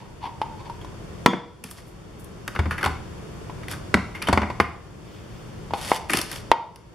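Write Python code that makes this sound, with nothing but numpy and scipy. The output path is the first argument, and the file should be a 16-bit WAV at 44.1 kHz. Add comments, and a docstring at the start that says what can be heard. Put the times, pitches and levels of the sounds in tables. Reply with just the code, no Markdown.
"""A plastic dicing chopper is opened, scraped with a knife and laid on a kitchen counter.
Each impact excites damped modes: the shell clacks, the counter thumps, and the hardest blow rings the
blade grid. A cup and a bowl are knocked, slid and lifted; edges snap and stick-slip friction rasps.
A sleeve swishes and the small, reverberant room hums. The microphone's gain control ducks after
hard knocks, too late to keep their first swing from clipping."""
import sys
import numpy as np
from scipy import signal
from scipy.io import wavfile
from scipy.ndimage import minimum_filter1d

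SR = 44100
rng = np.random.default_rng(int(sys.argv[2]) if len(sys.argv) > 2 else 0)


def wav_out(sig):
    """Save sig, one row per channel (or a flat mono array), as 16-bit PCM at SR to the path in sys.argv[1]."""
    wavfile.write(sys.argv[1], SR, np.round(np.clip(np.atleast_2d(sig).T, -1, 1) * 32767).astype(np.int16))


N = 306054
TIME = np.arange(N) / SR
BANDS_HZ = 32 * 2 ** (np.arange(28) / 3)   # third-octave centres
BAND_FILTERS = [signal.butter(2, [hz / 2 ** (1 / 6), hz * 2 ** (1 / 6)], "band", fs=SR, output="sos")
                for hz in BANDS_HZ]

# Chopper impacts: start_s, level_db, bass_db, treble_db, length_ratio, thump_db, clack_hz
CHOPPER_KNOCKS = [(1.261, 4, 2, 3.5, 0.88, -46, 836), (1.287, -17, 7, -5, .8, -48, 1200),
                  (1.3323, -6, 8.5, -30, 0.71, -50, 560), (1.638, -33, 9, 7, .8, -50, 250),
                  (2.591, -14, 4, 0, 0.8, -7.5, 990), (2.657, -22, 6.5, -12, 0.84, -16.5, 1090),
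                  (2.860, -12, -2, 10, 0.59, -17.5, 1100), (2.873, -21, 5, -2, 0.88, -28, 1160),
                  (3.9417, -5, 6, 6, 0.54, -15, 1510), (3.971, -19.5, 0, -5, .8, -28, 650),
                  (4.2853, -12, 5.5, 7, 0.89, -18.5, 646), (4.3283, -7.5, -2.5, 6.5, 0.86, -10, 720),
                  (4.3753, -5, -7, -13, 0.63, -16, 950), (4.418, -16, 3.5, -6, 0.68, -22, 1190),
                  (4.432, -16.5, -4, -31, 0.86, -20, 710), (4.501, -21.5, -10, -3, 1, -50, 605),
                  (4.601, 0, -3.5, -19, 0.71, -12, 1080), (6.1344, -21, 4, 6, 0.68, -45, 331)]
# Cup and bowl impacts: start_s, level_db, bass_db, treble_db, pock_hz, pock_db, ring_db
CUP_TAPS = [(.241, -51, -12, 10, 910, -28, -33), (.265, -41, -12, 4, 960, -34, -28.5),
            (.416, -23, -6, 7, 874, -13.5, -23), (.698, -38, -10, 14, 934, -23.5, -50),
            (.847, -42, -10, 19, 1008, -32, -49), (3.497, -35.5, -10, -8, 990, -33.5, -58),
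            (5.708, -30.5, -6, -5, 900, -35, -44), (5.736, -18, -3, 1, 808, -16, -35),
            (5.917, -8, -8.5, -26.5, 800, -16, -28), (6.516, 1, 11, -7, 910, -16, -3)]
# Knife and plastic edges snapping past each other: start_s, level_db, treble_db, pitch_hz
EDGE_SNAPS = [(1.639, -24, 15, 2420), (1.711, -28.5, 13.5, 8970), (2.244, -51, 22.5, 11500),
              (2.478, -19.5, 5, 1530), (2.561, -19.5, -18, 1730), (2.829, -16, -6, 1664),
              (2.841, -12.5, -7, 1080), (2.849, -20, 2, 2150), (3.683, -28.5, 2, 1850),
              (3.713, -30.5, 13, 1530), (4.2234, -25, 9.5, 4430), (6.097, -13, -3.5, 1820),
              (6.104, -26, 18.5, 2200), (6.134, -8.5, 4.5, 2410), (6.151, -19, 4, 2150),
              (6.171, -20.5, 19, 2930), (6.188, -18, 8, 3080), (6.214, -26.5, 20, 4500),
              (6.315, -27.5, 12.5, 1930), (6.328, -28.5, 10.5, 2880), (6.759, -32.5, 11.5, 4550)]
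# Dragged contacts: start_s, level_db, pitch_hz, length_ratio
CONTACT_CREAKS = [(0.251, -38, 3030, 3.5), (0.812, -42, 3230, 3), (1.782, -42, 2030, 1.2),
                  (2.549, -28, 1290, 2.2), (2.707, -24, 1457, 3.6), (2.778, -26, 2010, 2.5),
                  (2.809, -27, 1210, 1.8), (3.631, -35.5, 1970, 1.2), (3.732, -35.5, 1560, 2.3),
                  (4.147, -31, 2124, 4), (4.216, -29.5, 2410, 5.7), (4.27, -20.5, 3070, 2.4),
                  (4.601, -15.5, 2390, 2.1)]

# Friction strokes: start_s, peak_db, swell_s, fade_s (time to fall by 20 dB)
GRITTY_SCRAPES = [(1.635, -38.5, 0.019, 0.25), (1.765, -40, .025, 0.027), (3.68, -35, 0.046, 0.04),
                  (5.73, -28.5, 0.24, 0.019), (6.085, -23.5, 0.073, 0.11), (6.28, -32, 0.081, 0.052)]
CUP_JUDDERS = [(6.09, -22, .05, 0.049)]
WALL_RUBS = [(0, -45.5, 0.0027, 0.16), (.205, -33, .05, 0.048), (.57, -45, 0.04, .03),
             (.645, -41.5, 0.017, .04)]
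KNIFE_SKIMS = [(1.695, -39, .015, .05), (1.86, -52, .02, .06), (2.185, -49, .015, 0.088),
               (2.24, -71, .015, .04)]
SLEEVE_SWISHES = [(4.98, -49.5, .18, 0.27), (5.27, -54.5, 0.11, 0.83)]

# Distinct modes of each body: pitch_hz, level_db, t60_s
CHOPPER_SHELL_MODES = [(212, -20, 0.02), (416, 4.5, 0.0058), (2056, -14.5, 0.031), (4680, -31, 0.042)]
BLADE_GRID_MODES = [(190, -39.5, 0.28), (248, 3, 0.17), (338, -2, 0.43), (477.3, -0.5, 0.3),
                    (790, -8, 0.37), (980, 0, 0.21), (1120, 3, 0.11), (1210, 5, 0.059), (1323, 2, 0.12),
                    (2165, -25, 0.4), (2260, -26, 0.2), (6570, -19, 0.22)]
COUNTERTOP_MODES = [(80.3, -4.5, 0.33), (93, -4.5, 0.091)]
CUP_FLEX_MODES = [(708, 4.5, 0.01), (882, -6.5, 0.14), (950, -5, 0.034), (500, -13.5, 0.13),
                  (383, -13, 0.053), (684, -11.5, 0.0172)]
CUP_WALL_MODES = [(557, -36.5, 0.35), (824, -17, 0.57), (912, -7.5, 0.21), (922, -5, 0.32),
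                  (955, -13.5, 0.42), (1068, -8, 0.15), (1305, -36, .05), (2150, -23, .15),
                  (2195, -30, 0.26), (3165, -15.5, 0.075)]
GRIPPED_CUP_MODES = [(897, 2, 0.054), (970, -2.7, 0.061), (1070, -3, 0.037), (4750, -6, 0.014)]

# Spectral densities of dense modes, friction and room noise: frequency_hz, density_db
CHOPPER_SPECTRUM = [(40, -10), (100, -22), (200, 8), (540, -11.5), (900, 6), (1500, -6.5), (2050, -3),
                    (2900, -16.5), (3900, -12), (4600, -18), (6500, -32.5), (9500, -26.5), (14000, -54)]
CUP_SPECTRUM = [(40, -51), (200, -23), (450, -6), (620, -31), (880, 8), (1400, -6), (2100, -1.5),
                (3300, -5), (4100, -6), (5000, -13.5), (7500, -46), (10000, -22.5), (14000, -62)]
EDGE_SPECTRUM = [(40, -5), (250, -1), (650, -2), (1100, 5.5), (2100, 2), (3200, -2.5), (3900, -4.5),
                 (4600, -3.5), (7500, -19), (10500, -7), (13000, -22), (16000, -38)]
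GRIT_SPECTRUM = [(40, -12), (400, 0), (1000, 3), (2200, 0.5), (3300, 1.5), (3900, 1.5), (4700, 1.5),
                 (7500, -10.5), (9500, 1), (12000, -13.5), (14000, -23), (16000, -31)]
CUP_JUDDER_SPECTRUM = [(60, -23.5), (190, -1), (330, 9.5), (600, -31), (2200, -0.5), (5000, -47),
                       (14000, -47)]
KNIFE_SPECTRUM = [(2000, -25), (6000, -9), (9500, -1), (12500, 0), (15000, -20)]
CLOTH_SPECTRUM = [(200, -13), (1000, -1), (3000, 7), (5500, -2.5), (9000, -15), (15000, -14)]
AIR_SPECTRUM = [(15, -38), (25, -6), (113, -1), (144, -6), (183, 2.5), (233, -16.5), (331, -6.5),
                (782, -19), (1050, -18.5), (2170, -27.5), (3530, -29), (3930, -30.5), (5280, -32.5),
                (11500, -40.5), (15500, -58)]

# Decay of dense modes, before scaling by a contact's length ratio: frequency_hz, t60_s
BODY_DECAY = [(60, 0.34), (250, 0.1), (1000, 0.061), (3000, 0.053), (12000, 0.052)]
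EDGE_DECAY = [(200, 0.06), (2000, 0.044), (12000, 0.028)]
# Reverberation time: frequency_hz, t60_s
ROOM_DECAY = [(80, 0.26), (400, 0.6), (2000, 0.45), (5000, 0.58), (13000, 0.19)]
# Colour of the reverberation: frequency_hz, density_db
ROOM_SPECTRUM = [(60, 1), (300, -4.5), (1000, 0.5), (4000, -1.5), (13000, 2)]
# Extra stereo spread, side relative to mid: frequency_hz, spread_db
STEREO_WIDTH = [(60, -9), (250, 1.5), (2000, 3), (5000, 3.5), (10000, 6.5), (14000, 7)]


def chopper(clack_db=3.5, clack_t60_s=0.011):
    """Impact excitation: a blow sets the shell's modes vibrating and drives those of the counter."""
    start_s, level_db, _, _, length_ratio, thump_db, clack_hz = np.transpose(CHOPPER_KNOCKS)
    shell = ring(impulses(start_s, level_db), CHOPPER_SHELL_MODES)
    shell = shell + clatter(CHOPPER_KNOCKS, CHOPPER_SPECTRUM, length_ratio)
    # The point of contact decides which panel takes the blow, and so the pitch of the clack.
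    for at_s, db, hz in zip(start_s, level_db, clack_hz):
        add(shell, at_s, ping(hz, db + clack_db, clack_t60_s))
    counter = ring(impulses(start_s, thump_db), COUNTERTOP_MODES)
    return radiated(shell + blade_grid(), low_hz=156) + counter


def blade_grid(start_s=1.261, strike_db=-11.5, blade_hz=3370, spread_ratio=0.048, count=12):
    """Beating: nearly alike blades ring at slightly different pitches, beside the grid's own modes."""
    detune = spread_ratio * (np.linspace(-1, 1, count) + rng.uniform(-1, 1, count) / count)
    blade_modes = [(hz, -14, 0.37) for hz in blade_hz * (1 + detune)]   # pitch_hz, level_db, t60_s
    return ring(impulses(start_s, strike_db), BLADE_GRID_MODES + blade_modes)


def cup_and_bowl(clatter_db=-4.0, length_ratio=0.84, pock_t60_s=0.078):
    """Hollow-body resonance: a pock whose pitch depends on the grip, and a wall ringing near 900 Hz."""
    start_s, level_db, *_, ring_db = np.transpose(CUP_TAPS)
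    body = from_db(clatter_db) * clatter(CUP_TAPS, CUP_SPECTRUM, [length_ratio] * len(CUP_TAPS))
    for at_s, *_, pock_hz, pock_db, _ in CUP_TAPS:
        add(body, at_s, -ping(pock_hz, pock_db, pock_t60_s))
    flex = ring(impulses(start_s, level_db), CUP_FLEX_MODES)
    wall = ring(impulses(start_s, ring_db), CUP_WALL_MODES)
    return radiated(body - flex - wall, low_hz=262)


def edge(level_db, pitch_hz, length_ratio, bass_db, treble_db, ring_db):
    """Free vibration: a released edge sounds a burst of dense modes around one resonance."""
    peak_db = 6.5 * np.exp(-(np.log2(BANDS_HZ / pitch_hz) / 0.29) ** 2)   # 0.29 octave to each side
    gains = band_gains(EDGE_SPECTRUM) * from_db(level_db + shelves(bass_db, treble_db) + peak_db)
    burst = dense_modes(gains, length_ratio * by_band(EDGE_DECAY))
    return burst + ping(pitch_hz, level_db + ring_db, t60_s=length_ratio * 0.015)


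def snaps():
    """Elastic release: edges slip past each other in short snaps, each with its pitch and brightness."""
    out = np.zeros((2, N))
    for start_s, db, treble_db, hz in EDGE_SNAPS:
        add(out, start_s, edge(db, hz, length_ratio=0.63, bass_db=7.5, treble_db=treble_db, ring_db=1.5))
    return out


def creaks(attack_s=0.0037):
    """Gradual release: a dragged edge starts softly and sounds longer than a snap."""
    out = np.zeros((2, N))
    for start_s, db, hz, length_ratio in CONTACT_CREAKS:
        creak = edge(db, hz, length_ratio, bass_db=2.5, treble_db=-4, ring_db=6)
        onset = np.minimum(TIME[:creak.shape[1]] / attack_s, 1)
        add(out, start_s, creak * onset)
    return out


def scraping():
    """Stick-slip friction: a knife scrapes plastic, then a cup slides and judders, with a gritty hiss."""
    grit = friction(GRITTY_SCRAPES, GRIT_SPECTRUM, slips_per_s=1800, slip_s=0.0005, scatter_db=2)
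    judder = friction(CUP_JUDDERS, CUP_JUDDER_SPECTRUM, slips_per_s=400, slip_s=0.003, scatter_db=2)
    return grit + judder


def rubbing(modes_db=-29):
    """Forced vibration: plastic rubbing on the cup wall drives its hand-damped modes."""
    rub = friction(WALL_RUBS, CUP_SPECTRUM, slips_per_s=570, slip_s=0.003)
    return rub + from_db(modes_db) * ring(rub, GRIPPED_CUP_MODES)


def knife():
    """Friction at a thin contact: a steel edge skims the mat with a fine, high rasp."""
    return friction(KNIFE_SKIMS, KNIFE_SPECTRUM, slips_per_s=790, slip_s=0.0007)


def sleeve():
    """Friction of soft cloth: a smooth swish of noise follows each stroke."""
    return pressure(SLEEVE_SWISHES) * band_noise(band_gains(CLOTH_SPECTRUM))


def reverberation(direct, wet_db=-10.5, gap_s=0.0036):
    """Diffuse field: after a short gap, the room's reflections merge into a decaying tail."""
    tail = dense_modes(band_gains(ROOM_SPECTRUM), by_band(ROOM_DECAY), size=SR // 2, spread_db=-14.5)
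    tail *= np.clip(TIME[:SR // 2] / gap_s - 1, 0, 1)
    tail /= np.sqrt(np.sum(tail ** 2) / 2)   # unit energy per channel
    return from_db(wet_db) * signal.fftconvolve(direct, tail, axes=1)[:, :N]


def room_tone(air_db=-36, hum_hz=115.9, hum_db=-45.5):
    """Stationary background: broadband noise, strongest in the bass, and a pure-tone hum."""
    air = from_db(air_db) * band_noise(band_gains(AIR_SPECTRUM), spread_db=-4.5)
    hum = from_db(hum_db) * np.sin(2 * np.pi * hum_hz * TIME)
    return air + hum


def impulses(start_s, level_db):
    """Impulsive force: each brief contact is a single click."""
    force = np.zeros(N)
    force[np.round(start_s * SR).astype(int)] = from_db(level_db)
    return force


def ring(force, modes):
    """Modal superposition: each mode answers an impulse with a decaying sine."""
    out = 0
    for pitch_hz, level_db, t60_s in modes:
        radius = np.exp(-np.log(1000) / (t60_s * SR))
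        angle = 2 * np.pi * pitch_hz / SR
        feedback = [1, -2 * radius * np.cos(angle), radius * radius]
        out = out + from_db(level_db) * signal.lfilter([0, np.sin(angle)], feedback, force + 1e-18)
    return out


def ping(pitch_hz, level_db, t60_s):
    """Impulse response of one damped oscillator."""
    return ring(signal.unit_impulse(SR // 6), [(pitch_hz, level_db, t60_s)])[None]


def clatter(contacts, spectrum, length_ratios):
    """Damping: each contact excites a body's dense modes, and a firm grip cuts them short."""
    out = np.zeros((2, N))
    for (start_s, level_db, bass_db, treble_db, *_), ratio in zip(contacts, length_ratios):
        gains = band_gains(spectrum) * from_db(level_db + shelves(bass_db, treble_db))
        add(out, start_s, dense_modes(gains, ratio * by_band(BODY_DECAY)))
    return out


def dense_modes(gains, t60_s, size=SR // 6, spread_db=-13.5):
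    """Modal overlap: crowded modes act as noise that decays exponentially in each band."""
    envelopes = np.exp(-np.log(1000) * np.arange(size) / SR / t60_s[:, None])
    return band_noise(gains, envelopes, size, spread_db)


def shelves(bass_db, treble_db):
    """Spectral shelving: a contact's own bass and treble offsets, in dB by band."""
    return bass_db * by_band([(300, 1), (800, 0)]) + treble_db * by_band([(2000, 0), (8000, 1)])


def radiated(vibration, low_hz):
    """Radiation efficiency: small objects give off almost no deep bass."""
    return signal.sosfilt(signal.butter(2, low_hz, "high", fs=SR, output="sos"), vibration)


def friction(strokes, spectrum, slips_per_s, slip_s, scatter_db=0.0):
    """Shot noise: tiny random slips each release a short burst, and their powers add."""
    slipping = rng.random(N) < slips_per_s / SR
    slips = slipping * from_db(scatter_db * np.minimum(rng.exponential(1, N), 4))
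    power = signal.lfilter([1], [1, -np.exp(-1 / (slip_s * SR))], slips ** 2 + 1e-18)
    envelope = pressure(strokes) * np.sqrt(power / power.mean())
    return band_noise(band_gains(spectrum), envelope)


def pressure(strokes, swell_power=0.75):
    """Contact pressure as a gain: each stroke swells with the push, then decays exponentially."""
    out = np.zeros(N)
    for start_s, peak_db, swell_s, fade_s in strokes:
        push = np.clip((TIME - start_s) / swell_s, 0, 1) ** swell_power
        fade_db = 20 * np.maximum(TIME - start_s - swell_s, 0) / fade_s
        out += push * from_db(peak_db - fade_db)
    return out


def band_noise(gains, envelopes=1.0, size=N, spread_db=-13.0):
    """Partial coherence: third-octave noise whose stereo image widens in the treble."""
    white = rng.standard_normal((2, 2, size))
    envelopes = np.broadcast_to(envelopes, (len(BANDS_HZ), size))
    out = np.zeros((2, size))
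    for k, width in enumerate(from_db(by_band(STEREO_WIDTH) + spread_db)):
        mid, side = gains[k] * signal.sosfilt(BAND_FILTERS[k], white[k % 2] * envelopes[k] + 1e-18)
        out += np.array([mid + width * side, mid - width * side]) / np.hypot(1, width)
    return out


def band_gains(spectrum):
    """Band powers add: these gains shape white noise to the spectrum at about unit rms."""
    gains = from_db(by_band(spectrum))
    bandwidth_share = BANDS_HZ * (2 ** (1 / 6) - 2 ** (-1 / 6)) / (SR / 2)
    return gains / np.sqrt(np.sum(gains ** 2 * bandwidth_share))


def by_band(points):
    """Interpolation in log frequency, at the band centres."""
    frequency_hz, value = np.transpose(points)
    return np.interp(np.log(BANDS_HZ), np.log(frequency_hz), value)


def from_db(db):
    """Decibels to amplitude ratio."""
    return 10 ** (np.asarray(db) / 20)


def add(out, start_s, sound):
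    """Superposition: a sound joins the mix at its start time."""
    part = out[:, max(round(start_s * SR), 0):][:, :sound.shape[1]]
    part += sound[:, :part.shape[1]]


def gain_control(sound, threshold_db=-2.5, hold_s=0.19, release_s=0.74, attack_s=0.0027):
    """Compression: peaks over the threshold quickly lower the gain, which holds, then creeps back."""
    peak_db = 20 * np.log10(np.abs(sound).max(axis=0) + 1e-9)
    excess_db = np.maximum(peak_db - threshold_db, 1e-6)
    excess_db[0] = 6.5   # the sound opens with the gain turned down
    half_hold = int(hold_s * SR / 2)
    held_db = -minimum_filter1d(-excess_db, 2 * half_hold + 1, origin=half_hold, mode="nearest")
    release = TIME / release_s
    cut_db = np.exp(np.maximum.accumulate(np.log(held_db) + release) - release)
    pole = np.exp(-1 / (attack_s * SR))
    return sound * from_db(-signal.lfilter([1 - pole], [1, -pole], cut_db))


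def scene():
    """Direct and diffuse sound add: close handling over the room tone, all slightly to the left."""
    contacts = chopper() + cup_and_bowl() + snaps() + creaks() + scraping() + rubbing() + knife()
    handling = radiated(contacts, low_hz=55)
    background = room_tone()
    balance = from_db([[0.45], [-0.45]])
    return (handling + reverberation(handling) + sleeve() + background) * balance


def record(dry, dip_hz=3986, dip_q=10.3, dip_depth=0.9, stopband_hz=16473):
    """Transduction: a narrow dip in the microphone's response, gain control, clipping and a top cut."""
    dip_band = signal.lfilter(*signal.iirpeak(dip_hz, dip_q, fs=SR), dry)
    clipped = np.clip(gain_control(dry - dip_depth * dip_band), -1, 1)
    top_cut = signal.cheby2(14, 70, stopband_hz, fs=SR, output="sos")
    return signal.sosfilt(top_cut, clipped)


dry = scene()
out = record(dry)
wav_out(out)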